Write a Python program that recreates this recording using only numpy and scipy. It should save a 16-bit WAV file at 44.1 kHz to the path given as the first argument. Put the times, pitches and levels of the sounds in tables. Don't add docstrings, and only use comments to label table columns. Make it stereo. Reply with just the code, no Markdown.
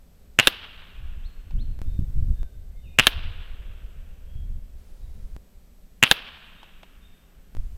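import sys
import numpy as np
from scipy import signal
from scipy.fft import rfft, irfft, next_fast_len
from scipy.io import wavfile
from scipy.ndimage import map_coordinates

SR = 44100
rng = np.random.default_rng(int(sys.argv[2]) if len(sys.argv) > 2 else 0)


def digitize_waveform(pressure):
    field = np.atleast_2d(pressure).T
    bounded = np.clip(field, -1, 1)
    quanta = np.round(bounded * 32767).astype(np.int16)
    wavfile.write(sys.argv[1], SR, quanta)


N = 342657

# report_s, report_db, wall_round_trip_s, impact_s, impact_db, rebound_db, echo_db
SHOTS = [(0.3893, 8, .00855, .4721, 11, -7, -30), (2.988, 10, .00838, 3.0694, 12, -12.5, -30.5),
         (6.028, 10, .00832, 6.113, 12.5, -9, -30)]
# freq_hz, density_db
CRACK = [(100, -10.5), (1000, -3), (3700, -5), (5000, -6), (9000, -13.5), (16000, -19)]


def muzzle_reports():
    # freq_hz, density_db
    blast_colour = [(50, -15.5), (150, -4), (400, -9.5), (900, -6.5), (1500, -0.5), (2000, 2), (2500, 2),
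                    (2780, 5), (3200, -3), (4200, -21), (7000, -30.5), (16000, -44)]
    # freq_hz, density_db
    ground_colour = [(40, -24), (160, -15.5), (400, -23.5), (900, -19), (1550, -10), (2150, -7), (2560, 0),
                     (2780, 3.5), (3050, -1), (3500, -7.5), (4300, -22.5), (7000, -36.5), (11000, -36),
                     (16000, -46.5)]
    # freq_hz, density_db
    echo_colour = [(100, -14), (400, -14.5), (900, -10), (1600, -6), (2050, -9.5), (2750, -0.5),
                   (3300, -1.5), (3900, -7), (4600, -14), (7000, -29.5), (11000, -28), (16000, -38)]
    # round_trips, gain_db
    passes = [(0, 1), (1, 2), (2, -16.5)]
    # offset_s, gain_db
    paths = [(-.003, -36.5), (-.0011, -25.5), (0.0119, -22), (0.0245, -25.5), (.0402, -26), (0.0487, -27)]
    out, t = np.zeros(N), clock(.05)
    blast, ground_pop = -pulse(blast_colour), -pulse(ground_colour)
    for report_s, report_db, round_trip_s, _, _, _, echo_db in SHOTS:
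        for round_trips, gain_db in passes:
            arrival_s = report_s + round(round_trips) * round_trip_s
            pass_db = report_db + gain_db
            turbulence = fade(t, .012) * noise(CRACK, len(t))
            add(out, arrival_s, amp(pass_db) * blast)
            add(out, arrival_s, amp(pass_db - 22) * turbulence)
            add(out, arrival_s + .0047, amp(pass_db - 16.5) * ground_pop)
        for offset_s, gain_db in paths:
            add(out, report_s + offset_s, amp(report_db + gain_db) * ground_pop)
        echo = tree_echo(echo_colour, near_s=.045, falloff=.87, grain_db=1.47)
        add(out, report_s, amp(echo_db + 2) * echo)
    return out


def pellets():
    # freq_hz, density_db
    flight_colour = [(1000, -15), (3500, -2), (7000, -11), (11000, 5.5), (16000, -10.5)]
    # freq_hz, density_db
    shudder_colour = [(100, -10), (330, 5.5), (480, -2), (650, -4.5), (900, -4), (1700, -3.5), (3000, -3),
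                      (4500, -14), (8000, -31.5), (16000, -40)]
    # freq_hz, density_db
    paper_colour = [(150, -1.5), (800, -6), (2000, -6.5), (3000, -1), (5000, -7), (7500, -17),
                    (10000, -8.5), (13500, -2), (16000, -9.5)]
    out, t = np.zeros(N), np.arange(2 ** 13) / SR
    for report_s, _, _, impact_s, impact_db, rebound_db, _ in SHOTS:
        left_s = clock(impact_s - report_s)[::-1]
        approach = amp(-40) / (1 + left_s / .012)
        add(out, report_s, approach * noise(flight_colour, len(t))[:len(left_s)])
        add(out, impact_s, amp(impact_db) * board_hit(t, crack_db=-5.5, grit_db=-8.5))
        add(out, impact_s + .0073, amp(rebound_db) * board_hit(t, crack_db=-9.5, grit_db=-12.5))
        add(out, impact_s + .01, amp(rebound_db - 8.5) * board_hit(t, crack_db=-4.5, grit_db=-14))
        add(out, impact_s, amp(impact_db - 24) * fade(t, .038) * noise(shudder_colour, len(t)))
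        tear = amp(-21.5) * fade(t, .051) + amp(-43) * fade(t, .21)
        add(out, impact_s, tear * noise(paper_colour, len(t)))
    return out


def board_hit(t, crack_db, grit_db):
    # pitch_hz, level_db, t60_s
    modes = [(290, -30.5, 0.0037), (1251.7, -27.5, 0.005), (1700, -18.5, 0.019), (2300, -24.5, 0.01),
             (2740, -18.5, 0.024), (3190, -11.5, 0.015), (3630, 4, 0.0041)]
    variations_db = rng.normal(0, 1, len(modes))
    ring = sum(amp(level_db + variation_db) * fade(t, t60_s) * np.sin(2 * np.pi * pitch_hz * t)
               for (pitch_hz, level_db, t60_s), variation_db in zip(modes, variations_db))
    grit = amp(grit_db) * fade(t, .0061) * noise(CRACK, len(t))
    return ring + grit + amp(crack_db) * pulse(CRACK, size=len(t))


def tree_echo(colour, near_s, falloff, grain_db):
    # freq_hz, t60_s
    decay_times = [(150, 1.9), (700, 5.3), (1600, 7.2), (3000, 4), (4500, 2.3), (7000, .9), (12000, 0.92)]
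    # delay_s, width_s, boost_db
    groves = [(.143, .011, 3.5), (.253, 0.008, 6), (0.428, 0.025, 2)]
    t = clock(2)
    hz, frame_s, bands = signal.stft(noise(colour, len(t)), SR, nperseg=256)
    decay = fade(frame_s, along(decay_times, hz)[:, None])
    tail = signal.istft(bands * decay, SR)[1][:len(t)]
    attack = 1 - np.exp(-t / .0022)
    thinning = (1 + t / near_s) ** -falloff
    groves_db = sum(db * np.exp(-((t - delay_s) / width_s) ** 2) for delay_s, width_s, db in groves)
    return tail * attack * thinning * amp(groves_db + grain_db * wobble(250, len(t)))


def wind():
    # time_s, level_db
    strength = [(0, -53.5), (0.88, -46.5), (1.08, -32), (1.4, -43), (1.55, -26), (1.81, -30.5), (2.01, -23),
                (2.09, -32), (2.18, -21.5), (2.44, -29.5), (2.48, -39.5), (3.12, -39), (3.17, -30.5),
                (3.51, -38), (4.21, -41), (4.44, -31), (4.61, -40), (5.0, -42.5), (5.07, -35.5),
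                (5.34, -36), (5.45, -51), (7.52, -52), (7.58, -31), (7.77, -39)]
    # freq_hz, density_db
    rumble_colour = [(5, -1.5), (12, 4.5), (22, 8.5), (45, -0.5), (70, -3.5), (100, -13.5), (150, -31),
                     (300, -100)]
    # freq_hz, density_db
    flutter_colour = [(55, -31), (90, 1), (125, -2.5), (200, -11.5), (300, -21.5), (450, -38), (900, -59.5),
                      (2000, -100)]
    # centre_s, width_s, peak_db
    thumps = [(1.993, 0.0016, -13), (2.229, 0.0029, -13), (7.592, .008, -16)]
    full_gust_db, flutter_growth = -30, 1.7
    t, wind_db = np.arange(N) / SR, automation(strength)
    eddies = wobble(rate_hz=33)
    rumble = unit(noise(rumble_colour) * amp(2.5 * eddies))
    flutter = unit(noise(flutter_colour) * amp(5 * eddies))
    flutter_db = -46 + flutter_growth * (wind_db - full_gust_db)
    out = amp(wind_db + .5) * rumble + amp(flutter_db) * flutter
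    for centre_s, width_s, peak_db in thumps:
        out += amp(peak_db) * np.exp(-((t - centre_s) / width_s) ** 2)
    return out


def birds():
    # start_s, length_s, start_hz, end_hz, level_db, wet_share (0-1)
    notes = [(1.221, 0.064, 2424, 4300, -52.5, 0.3), (1.57, .07, 2390, 4260, -52, 0.3),
             (1.828, 0.13, 3590, 3660, -62, .65), (2.276, .2, 3580, 3670, -66, .6),
             (2.286, .28, 1798, 1530, -65.5, .5), (2.687, 0.16, 2060, 2140, -67, .65),
             (2.725, .22, 3560, 3660, -65, .55), (2.805, .11, 3188, 2450, -54, .85),
             (4.225, 0.203, 3200, 3270, -62, 0.45), (4.999, 0.073, 3820, 3890, -62.5, .5),
             (6.576, .05, 3620, 3700, -54, .4), (7.002, 0.086, 3520, 3660, -55.5, 0.48)]
    out = np.zeros(N)
    for start_s, length_s, start_hz, end_hz, level_db, wet_share in notes:
        t, glide_s = clock(length_s), .65 * length_s
        pitch_hz = np.interp(t, [0, glide_s], [start_hz, end_hz]) * (1 + .008 * wobble(130, len(t)))
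        swell_db = np.interp(t, [0, glide_s, length_s], [-11, 0, -3])
        envelope = amp(level_db + swell_db) * signal.windows.tukey(len(t), .5)
        note = envelope * np.sin(2 * np.pi * np.cumsum(pitch_hz) / SR)
        tail = rng.standard_normal(SR) * fade(clock(1), t60_s=.99)
        add(out, start_s, np.sqrt(1 - wet_share) * note)
        add(out, start_s, np.sqrt(wet_share) * signal.fftconvolve(note, tail / np.linalg.norm(tail)))
    return out


def clacks():
    # start_s, level_db
    hits = [(1.5095, -39.5), (6.6324, -35), (6.8328, -34.5)]
    # freq_hz, density_db
    colour = [(200, -2), (800, 8), (1800, -6.5), (3000, 3), (4500, -10), (10000, -25), (16000, -28.5)]
    out, t, click = np.zeros(N), clock(.2), pulse(colour)
    for start_s, level_db in hits:
        add(out, start_s, amp(level_db - .5) * click)
        add(out, start_s - .002, amp(level_db - 9.5) * fade(t, .044) * noise(colour, len(t)))
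    return out


def electronics():
    # pitch_hz, rms_db
    tones = [(7865, -83), (11989, -74.5)]
    # start_s, end_s, whine_change_db
    spells = [(1.814, 2.431, 3), (4.771, 5.365, -4), (7.568, 7.8, -1)]
    # freq_hz, density_db
    hiss_colour = [(100, 9), (500, 6.5), (1500, 4), (5000, 0.5), (16000, -2)]
    # start_s, step_db
    ticks = [(1.7911, -34.5), (1.8172, -27), (2.4312, -32.5), (5.3649, -31), (7.5504, -31.5), (7.569, -31)]
    t = np.arange(N) / SR
    whine = sum(amp(rms_db) * np.sqrt(2) * np.sin(2 * np.pi * pitch_hz * t + .6 * wobble(90))
                for pitch_hz, rms_db in tones)
    hiss = amp(-67) * noise(hiss_colour)
    out = whine.copy()
    for start_s, end_s, whine_change_db in spells:
        out = np.where((t >= start_s) & (t < end_s), amp(whine_change_db) * whine + hiss, out)
    for start_s, step_db in ticks:
        add(out, start_s, -amp(step_db) * fade(clock(.1), .075))
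    return out


def air_and_road():
    # freq_hz, density_db
    air_colour = [(59, -47), (100, -25), (163, -5), (225, -9), (328, -20.5), (415, -17), (492, -22.5),
                  (547, -19), (854, -26), (930, -28), (2170, -30.5), (2370, -30), (10000, -35),
                  (12100, -35), (16000, -42.5)]
    # time_s, level_db
    traffic = [(0, -74.5), (1.2, -73.5), (2, -67), (2.7, -70.5), (3.6, -64.5), (4.6, -72.5), (5.2, -66),
               (5.8, -83), (7.77, -79)]
    # freq_hz, density_db
    road_colour = [(120, -22.5), (240, -12.5), (330, 0), (410, -0.5), (520, 1), (650, -5.5), (900, -16),
                   (1500, -27.5), (4000, -59)]
    return amp(-62) * noise(air_colour) + amp(automation(traffic)) * noise(road_colour)


def amp(db):
    return 10 ** (np.asarray(db) / 20)


def unit(x):
    return x / np.sqrt(np.mean(x ** 2) + 1e-20)


def clock(length_s):
    return np.arange(int(length_s * SR)) / SR


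def along(points, hz):
    freqs_hz, values = np.transpose(points)
    return np.interp(np.log(hz + 1), np.log(freqs_hz + 1), values)


def automation(points):
    return np.interp(np.arange(N) / SR, *np.transpose(points))


def wobble(rate_hz, size=N):
    knots = rng.standard_normal(int(size * rate_hz / SR) + 4)
    return map_coordinates(knots, [np.arange(size) * rate_hz / SR])


def noise(colour, size=N):
    fft_size = next_fast_len(size)
    gain = amp(along(colour, np.fft.rfftfreq(fft_size, 1 / SR)))
    return unit(irfft(rfft(rng.standard_normal(fft_size)) * gain, fft_size)[:size])


def pulse(colour, size=2048):
    gain = amp(along(colour, np.fft.rfftfreq(size, 1 / SR)))
    cepstrum = irfft(np.log(gain))
    wave = irfft(np.exp(rfft(2 * cepstrum[:size // 2], size)))
    return wave / np.abs(wave).max()


def fade(t, t60_s):
    return np.exp(-np.log(1000) * t / t60_s)


def add(track, start_s, sound):
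    part = track[max(round(start_s * SR), 0):][:len(sound)]
    part += sound[:len(part)]


def scene():
    mid = muzzle_reports() + pellets() + birds() + clacks() + wind() + electronics() + air_and_road()
    side = amp(-71.5) * noise([(100, 11.5), (1000, -3.5), (16000, 2.5)])
    return np.array([mid + side, mid - side])


def record(dry):
    # freq_hz, phase_rad
    phase_shift = [(100, .004), (500, .015), (2700, .005), (5000, 0.036), (8000, 0.11), (14000, 0.26)]
    # freq_hz, gain_db
    response = [(100, 2), (14000, -0.5), (16000, -5)]
    ceiling, top_hz = .95, 16000
    clipped = dry / (1 + np.abs(dry / ceiling) ** 8) ** (1 / 8)
    fft_size = next_fast_len(N + SR // 2)
    hz = np.fft.rfftfreq(fft_size, 1 / SR)
    skew = np.exp(1j * np.outer([1, -1], along(phase_shift, hz)))
    low_pass = 1 / (1 + np.minimum(hz / top_hz, 2) ** 400)
    return irfft(rfft(clipped, fft_size) * skew * amp(along(response, hz)) * low_pass, fft_size)[:, :N]


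dry = scene()
out = record(dry)
digitize_waveform(out)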